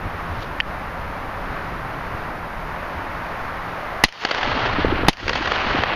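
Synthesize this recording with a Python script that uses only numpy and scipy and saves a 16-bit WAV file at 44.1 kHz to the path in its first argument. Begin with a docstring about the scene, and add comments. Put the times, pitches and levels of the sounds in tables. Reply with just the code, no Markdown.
"""A breeze rushes in the trees and rumbles on the microphone; a sleeve rustles and a gun clicks as it is readied.
Then two carbine shots ring out over a grassy range, heard from just behind the shooter, amid popping gusts.
Blasts are shaped noise and ringing modes, steel is decaying sines, echoes are short cracks in smeared noise
and the roar of the woods is a dense random train of returns, faded band by band.
Loud peaks duck the recorder's gain, which creeps back while the action cycles; what it cannot hold is clipped."""
import sys
import numpy as np
from scipy import signal
from scipy.fft import rfft, irfft, next_fast_len
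from scipy.io import wavfile
from scipy.ndimage import uniform_filter1d, minimum_filter1d

SR = 44100
rng = np.random.default_rng(int(sys.argv[2]) if len(sys.argv) > 2 else 0)


def output_pcm(signal):
    """Save a mono or channel-first signal as 16-bit PCM at the path in sys.argv[1].

    Samples are clipped to [-1, 1] before scaling.
    """
    pcm = np.clip(np.atleast_2d(signal).T, -1, 1) * 32767
    wavfile.write(sys.argv[1], SR, np.round(pcm).astype(np.int16))


N = 262395
TIME = np.arange(N) / SR

# Noise colours. Each row: frequency in Hz, relative level in dB per Hz.
TREES_COLOUR = [(60, -23), (200, -8), (440, -5.5), (580, -0.5), (1100, 1), (1800, -4), (2500, -12),
                (3300, -20.5), (4700, -26), (6900, -36.5), (8200, -72), (15000, -72)]  # breeze in the trees
WIND_COLOUR = [(15, -2.5), (30, 0.5), (60, -4), (105, -4), (150, -9), (300, -13), (600, -23), (2000, -71)]  # rumble of wind on the microphone
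HISS_COLOUR = [(1000, 6), (6500, -1), (9500, 4), (14500, 3.5), (15800, -13)]  # the microphone's own hiss
SLEEVE_COLOUR = [(1000, -14), (3000, 11), (4500, 5), (6300, -4), (8000, -21), (14000, -21)]  # cloth
SCRAPE_COLOUR = [(300, -6), (1000, 14), (2500, -12), (4700, 7), (6300, -5), (8000, -48), (10000, -13),
                 (15000, -36)]  # the scrape in each click of steel
GAS_COLOUR = [(40, 0), (180, 8.5), (500, -6.5), (900, 5), (1400, -16.5), (2000, -1.5), (4000, -4),
              (6500, -15), (8000, -22), (10000, -14), (15000, -39)]  # muzzle gas
WOODS_COLOUR = [(60, -10), (230, -9), (430, -4.5), (850, 0), (1350, -1), (1900, -3), (2400, -5), (3000, -5),
                (3850, -10), (4450, -9), (5300, -15.5), (6500, -18), (7800, -33), (15000, -41)]  # the roar from the woods
SLAP_COLOUR = [(80, -43), (300, -7.5), (800, -4), (1400, -2), (1900, 2), (2350, -9.5), (3000, -3),
               (3900, -14), (4500, -7.5), (6600, -23.5), (8000, -33), (14000, -12)]  # a distinct echo

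# The trees hold nearly steady, then fade. Each row: time in seconds, level in dB before the sway.
TREES_LEVEL = [(0, -30.5), (1.2, -29.5), (2.8, -30), (3.25, -28.5), (3.9, -28.5), (5.9, -36)]
TREES_SWAY_DB, TREES_SWAYS_PER_S = .45, 5
# Wind on the microphone sinks to a lull, then gusts. Each row: time in seconds, level in dB before the lumps.
WIND_LEVEL = [(0, -29.5), (.22, -35), (.35, -31), (.48, -33.5), (1.8, -31.5), (3.9, -37), (4.15, -42),
              (4.38, -36), (4.47, -14.5), (4.58, -22.5), (4.68, -16.5), (4.84, -19), (5.05, -20),
              (5.17, -31), (5.25, -20), (5.3, -17), (5.46, -21.5), (5.58, -23), (5.7, -20), (5.94, -28)]
# The strongest eddies popping on the port. Each row: time in seconds, level in dB, pitch in Hz,
# half length in cycles.
BUFFETS = [(.065, -22.5, 89, 1.3), (.15, -26, 80, 1.5), (.32, -23, 83.5, 2.2), (.385, -26, 120, 1.8),
           (.89, -26, 60, .6), (1.05, -28, 70, 1.4), (2.97, -28, 79, 2.2), (4.476, -8, 240, 1),
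           (4.567, -11, 268, 2.4), (4.787, -6, 275, 0.85), (4.797, -10, 300, .8), (4.871, -6, 130, 0.5),
           (4.927, -6.5, 340, 1.5), (4.992, -17, 330, 1.5), (5.0354, -6.5, 360, 0.5),
           (5.232, -13, 330, 1.4), (5.268, -9, 480, 1.1), (5.311, -9.5, 500, 1.8), (5.412, -10, 330, 1.8),
           (5.47, -20, 100, 1.3), (5.648, -14, 300, 1.2), (4.8488, 4, 440, .65), (5.671, -8, 230, 1.6),
           (5.7505, -5.5, 290, 1.3), (5.788, -8.5, 262, 0.75), (5.797, -13, 75, 1.1)]

# Sleeve brushing the stock. Each row: time in seconds, level in dB before the grain.
SLEEVE_LEVEL = [(.28, -63), (.35, -49), (.388, -47), (.397, -42), (.41, -47), (.425, -44), (.44, -50),
                (.468, -49), (.51, -72)]
SLEEVE_GRAIN_DB = 4

# Ringing of the steel action. Each row: pitch in Hz, level in dB, t60 in seconds.
ACTION_MODES = [(1250, 2, .005), (1830, 2, 0.014), (2670, 10, 0.0033), (3136, 2, 0.0081),
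                (4540, -23, 0.023)]
# The latch snaps and rebounds as the gun is readied. Each row: time in seconds, ring level in dB,
# contact pitch in Hz, scrape level in dB.
READYING = [(.6021, 1, 2180, -16.5), (.6065, -2.5, 3350, -27)]
# The bolt hits its rear stop, rebounds and closes. Each row: seconds after the shot, ring level in dB,
# contact pitch in Hz, scrape level in dB.
BOLT_CYCLE = [(0.0466, -5, 3100, -4), (0.0505, -3.5, 3000, -8), (.0865, -6.5, 2000, -11)]
CONTACT_S = .0002  # time that a steel contact takes to build up
OFF_PITCH_DB = 20  # how much less a contact drives a mode an octave from its pitch

# The shots. Each row: start in seconds, blast level in dB, pressure thump in dB, lag of the ground bounce
# in seconds, lead of the echoes in seconds, woods level in dB, hold of the woods in seconds.
SHOTS = [(4.0380, 31, 17, .0074, 0.0015, 1, 0.15), (5.084, 29.5, 16.5, .0072, 0.0036, 1, 0.2)]
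# Shock front and first reflections off gun and shooter. Each row: lag in seconds, level in dB.
SHOCK_FRONTS = [(0, 7), (.00098, 11), (.00245, 15), (.00345, 11.5)]
# Ringing of the blast round gun and shooter. Each row: pitch in Hz, width in Hz, level in dB.
BLAST_MODES = [(880, 390, 5.5), (1690, 220, -13), (1920, 260, 5.5), (3040, 170, 8.5), (3560, 250, 2),
               (4140, 130, 7), (4680, 200, 6), (5160, 74, 1.5), (6210, 160, -1)]

# Scatter from the field dies quickly; the roar of the woods starts later, swells, holds and fades.
FIELD_DB, FIELD_FADE_DB_PER_S = -3, 260
TRUNKS_PER_S = 14000  # mean density of returns
GRAIN_DB, PATCHY_DB = 1.1, .9  # grain of the returns, unevenness from band to band
WOODS_START_S, WOODS_ONSET_S = .075, .025
WOODS_DB, WOODS_FULL_S = -11, 0.46
WOODS_SWELL_DB, WOODS_SWELL_S, WOODS_FADE_DB_PER_S = 8.5, 0.3, 27.5

# The field, bank and nearest trunks. Each row: echo delay in seconds, length in seconds, level in dB for
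# the first shot, level in dB for the second (both before the slap trim), crack above the smear in dB.
REFLECTORS = [(.098, 0.03, -23, -17.5, -6), (0.145, 0.02, -32, -20, -10), (0.1995, .003, -13, -3.5, 8),
              (0.2126, 0.0045, -1.5, -3.5, 15.5), (0.2503, .004, -13, -5, 8),
              (0.2733, 0.0064, -2.5, -5, 12), (.297, .003, -24, -13, 6), (.3102, .0015, -3.5, -20, 10),
              (.3406, .011, -11, -13, 3), (.374, .008, -12, -9, 5), (.3918, .008, -6, -8, 7),
              (.4372, .003, -13, -1.5, 11), (.4768, .008, -20, -9, 6), (.615, .018, -8, -11, 5),
              (.7552, .002, -26, 2.5, 8)]
SLAP_TOP_HZ, SLAP_DULLING_OCT_PER_S = 8500, 4  # top edge at no delay, sinking with delay
SLAP_RISE_S, SLAP_T60_S = .00026, .014
CRACK_S = 0.00028  # overpressure of the returning shock front
CUTOFF_HZ = 15500  # the recorder's top cut


def from_db(db):
    """Turn decibels into gain."""
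    return 10 ** (np.asarray(db) / 20)


def rms_one(x):
    """Scale to rms 1."""
    return x / np.sqrt(np.mean(x ** 2) + 1e-20)


def curve(rows):
    """Join (seconds, value) rows by straight lines."""
    return np.interp(TIME, *np.transpose(rows))


def tint(source, colour):
    """Give a source a spectrum, at rms 1."""
    size = next_fast_len(N)
    hz, db = np.transpose(colour)
    bins = np.maximum(np.fft.rfftfreq(size, 1 / SR), 1)
    gain = from_db(np.interp(np.log(bins), np.log(hz), db))
    return rms_one(irfft(rfft(source, size) * gain, size)[:N])


def noise(colour):
    """Noise of rms 1 with the given spectrum."""
    return tint(rng.standard_normal(N), colour)


def drift(rate):
    """Smooth random movement of rms 1 that changes about rate times a second."""
    return rms_one(np.interp(TIME * rate, np.arange(N // 8), rng.standard_normal(N // 8)))


def cut(x, hz, kind, order=2):
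    """Butterworth filter."""
    sos = signal.butter(order, np.minimum(hz, SR / 2 - 1), kind, fs=SR, output="sos")
    return signal.sosfilt(sos, x + 1e-18)


def resonate(x, hz, width_hz):
    """A resonance with gain of about 1 at its top."""
    r = np.exp(-np.pi * width_hz / SR)
    zeros = np.array([1, 0, -1]) * (1 - r * r) / 2
    poles = [1, -2 * r * np.cos(2 * np.pi * hz / SR), r * r]
    return signal.lfilter(zeros, poles, x + 1e-18)


def burst(age, length, t60):
    """Envelope that holds for a length and then dies away."""
    return from_db(-60 * np.maximum(age - length, 0) / t60)


def add(track, s, sound):
    """Mix a short sound into a track at a time."""
    start = int(round(s * SR))
    track[start:start + len(sound)] += sound[:N - start]


def grains(colour, count):
    """Unrelated tenth-of-a-second pieces of one noise, and their time axis."""
    size = SR // 10
    return noise(colour)[:count * size].reshape(count, size), TIME[:size]


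def breeze(lump_db=1.0, hum_db=-46, hum_hz=166, swirl=0.16, shove=0.18, shove_s=0.0038):
    """Trees rush, eddies rumble and pop on the microphone by swinging its pressure, and something hums far away."""
    trees_db = curve(TREES_LEVEL) + TREES_SWAY_DB * drift(TREES_SWAYS_PER_S)
    trees = from_db(trees_db) * noise(TREES_COLOUR)
    rumble = from_db(curve(WIND_LEVEL) + lump_db * drift(22)) * noise(WIND_COLOUR)
    turbulence = rms_one(cut(rng.standard_normal(N), [100, 550], "band"))
    for s, db, hz, cycles in BUFFETS:
        age = TIME - s
        swell = np.exp(-np.minimum((age * hz / cycles) ** 2, 20))
        dip = -swell * np.cos(2 * np.pi * hz * age)  # a dip in pressure between smaller rises
        wake_level = (1 + np.tanh(age * hz * 2)) / 2 * np.exp(-np.minimum(np.abs(age) / 0.014, 20))
        wake = swirl * turbulence * wake_level
        body = -shove * np.exp(-np.minimum((age / shove_s) ** 2, 20))  # the whole eddy sucks at the port
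        rumble += from_db(db) * (dip + body + wake)
    hum = resonate(resonate(rng.standard_normal(N), hum_hz, 10), hum_hz, 10)
    return trees + rumble + from_db(hum_db) * rms_one(hum)


def hiss(hiss_db=-56.0):
    """The microphone's own steady noise."""
    return from_db(hiss_db) * noise(HISS_COLOUR)


def sleeve():
    """Cloth rustles in fine ticks as the gun is handled: noise with a rapidly wavering level."""
    return from_db(curve(SLEEVE_LEVEL) + SLEEVE_GRAIN_DB * drift(300)) * noise(SLEEVE_COLOUR)


def action(scrape_t60=0.016):
    """Steel parts meet, in readying and after every shot: modes near the contact pitch ring, and noise scrapes."""
    out = np.zeros(N)
    contacts = list(READYING) + [(s + lag, *contact) for s, *_ in SHOTS for lag, *contact in BOLT_CYCLE]
    scrapes, age = grains(SCRAPE_COLOUR, count=len(contacts))
    build_up = 1 - np.exp(-(age / CONTACT_S) ** 2)
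    for (s, db, pitch, scrape_db), piece in zip(contacts, scrapes):
        ring = np.zeros(len(age))
        for k, (hz, level, t60) in enumerate(ACTION_MODES):
            mode_db = db + level - OFF_PITCH_DB * np.log2(hz / pitch) ** 2
            sign = (-1) ** k  # neighbours start in opposite directions
            ring += sign * from_db(mode_db) * np.sin(2 * np.pi * hz * age) * burst(age, 0, t60)
        scrape = from_db(scrape_db) * piece * burst(age, 0, scrape_t60)
        add(out, s, (ring + scrape) * build_up)
    return out


def blasts(gas_s=0.00296, gas_t60=0.0008, gas_db=-5, stir_db=-7, ring_db=-2,
           ground_db=-12, ground_t60=0.027, ground_ring_db=-9,
           thump_s=0.0058, suction_s=0.011, suction_db=-9,
           punch_s=0.00066, punch_db=-2, turf_db=-24, turf_t60=0.045):
    """Shocks and turbulent gas set off ringing; a bounce off the grass follows with a slow swing of pressure."""
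    out = np.zeros(N)
    jets, age = grains(GAS_COLOUR, count=2 * len(SHOTS))
    shocks = sum(from_db(db) * np.sinc((age - lag) * SR - 2) for lag, db in SHOCK_FRONTS)
    punch = (1 - age / punch_s) * np.exp(-age / punch_s)  # overpressure, then suction
    suction = from_db(suction_db) * age / suction_s * np.exp(-age / suction_s)
    swing = cut(np.exp(-age / thump_s) - suction, 510, "low")
    for (s, db, thump_db, lag, *_), jet, scatter in zip(SHOTS, jets[::2], jets[1::2]):
        gas = jet * burst(age, gas_s, gas_t60)
        drive = shocks + from_db(stir_db) * gas
        ringing = sum((-1) ** k * from_db(level) * resonate(drive, hz, width)
                      for k, (hz, width, level) in enumerate(BLAST_MODES))
        # the punch enters with its polarity flipped
        direct = from_db(gas_db) * gas + from_db(ring_db) * ringing - from_db(punch_db) * punch
        add(out, s, from_db(db) * direct)
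        bounce = scatter * burst(age, 0, ground_t60) + from_db(ground_ring_db) * ringing
        bounce = cut(bounce, 5800, "low")
        add(out, s + lag, from_db(db + ground_db) * bounce + from_db(thump_db) * swing)
        # the turf close by scatters it
        turf = cut(scatter[::-1], [900, 7000], "band") * burst(age, 0.013, turf_t60)
        add(out, s, from_db(db + turf_db) * turf)
    return out


def scatter_level(age, hold_s):
    """Strength of the scatter after a shot: the field at once, the woods late, swelling, holding and fading."""
    swell_db = WOODS_SWELL_DB * np.clip((age - WOODS_FULL_S) / WOODS_SWELL_S, -1, 0)
    fade_db = WOODS_FADE_DB_PER_S * np.maximum(age - WOODS_FULL_S - hold_s, 0)
    onset = np.clip((age - WOODS_START_S) / WOODS_ONSET_S, 0, 1)
    roar = from_db(WOODS_DB + swell_db - fade_db) * onset
    field = from_db(FIELD_DB - FIELD_FADE_DB_PER_S * age)
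    return np.hypot(field, roar)


def woods(air_db_per_s=13, bass_lack_db=12):
    """Countless trunks return a grainy roar; the longer the path, the more treble the air takes."""
    hits = rng.random(N) < TRUNKS_PER_S / SR
    returns = hits * rng.standard_normal(N) * from_db(GRAIN_DB * drift(130))
    centres = [150, 450, 900, 1500, 2300, 3300, 4600, 6300, 9000]  # band centres in Hz
    size, out = next_fast_len(N), np.zeros(N)
    spectrum, bins = rfft(tint(returns, WOODS_COLOUR), size), np.fft.rfftfreq(size, 1 / SR)
    for hz, share in zip(centres, np.eye(len(centres))):
        band = irfft(spectrum * np.interp(bins, centres, share), size)[:N]  # overlapping bands
        loss_db_per_s = air_db_per_s * (hz / 4500) ** 2  # air_db_per_s holds at 4500 Hz
        power = 0
        for s, *_, woods_db, hold_s in SHOTS:
            age = np.maximum(TIME - s, 0)
            # until the bank answers at about 0.2 s, the scatter returns little bass
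            grass_db = bass_lack_db * np.exp(-hz / 900) * np.clip((.2 - age) / 0.024, 0, 1)
            gain = from_db(woods_db - loss_db_per_s * age - grass_db)
            power = power + (age > 0) * (scatter_level(age, hold_s) * gain) ** 2
        out += band * np.sqrt(power) * from_db(PATCHY_DB * drift(45))
    return out


def echoes():
    """Every shot comes back from the same reflectors: rows of (s, delay s, dB, length s, crack dB)."""
    return [(s + delay - early, delay, levels[k], length, crack_db)
            for k, (s, _, _, _, early, *_) in enumerate(SHOTS)
            for delay, length, *levels, crack_db in REFLECTORS]


def slaps(slap_db=1.5):
    """Distinct echoes: a dry crack amid the blast smeared by what it hit, duller the farther it went."""
    out = np.zeros(N)
    rows = echoes()
    pieces, age = grains(SLAP_COLOUR, count=len(rows))
    for (s, delay, db, length, crack_db), piece in zip(rows, pieces):
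        smear = piece * burst(age, length, SLAP_T60_S) * (1 - np.exp(-age / SLAP_RISE_S))
        phase = np.maximum(age - length / 2, 0) / CRACK_S  # the crack comes halfway through
        crack = (phase > 0) * (1 - phase) * np.exp(-phase)
        top_hz = SLAP_TOP_HZ * 2 ** (-SLAP_DULLING_OCT_PER_S * delay)
        echo = cut(smear + from_db(crack_db) * crack, top_hz, "low", order=1)
        add(out, s, from_db(db + slap_db) * cut(echo, 6700, "low", order=6))
    return out


def scene():
    """Everything that reaches the microphone, and its own hiss, on one channel."""
    return (blasts() + action() + sleeve() + slaps() + woods() + breeze() + hiss())[None]


def release(db, db_per_s):
    """Follow a level up at once and down at a steady rate."""
    return np.maximum.accumulate(db + db_per_s * TIME) - db_per_s * TIME


def gain_control(x, limit_db=-1, depth_db=28, fast_db_per_s=92, slow_db_per_s=21,
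                 slow_below_db=5, slow_depth_db=11):
    """Peaks duck the gain, which springs most of the way back and then creeps the rest; gain in dB."""
    peak = -minimum_filter1d(-np.abs(x), size=64)
    over_db = np.clip(20 * np.log10(peak + 1e-9) - limit_db, 0, depth_db)
    slow_db = np.clip(release(over_db - slow_below_db, slow_db_per_s), 0, slow_depth_db)
    duck_db = np.maximum(release(over_db, fast_db_per_s), slow_db)
    return -uniform_filter1d(duck_db, size=24)


def record(dry, notch_hz=7900, notch_width_hz=1700, notch_share=0.87):
    """Gain control, overload of what it cannot hold, a hollow in the recorder's treble, and the top cut."""
    held = dry * from_db(gain_control(dry[0]))
    clipped = .95 * held / (1 + held ** 6) ** (1 / 6)
    hollowed = clipped - notch_share * resonate(clipped, notch_hz, notch_width_hz)
    top_cut = signal.ellip(10, .1, 80, CUTOFF_HZ, fs=SR, output="sos")
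    return signal.sosfilt(top_cut, hollowed)


dry = scene()
out = record(dry)
output_pcm(out)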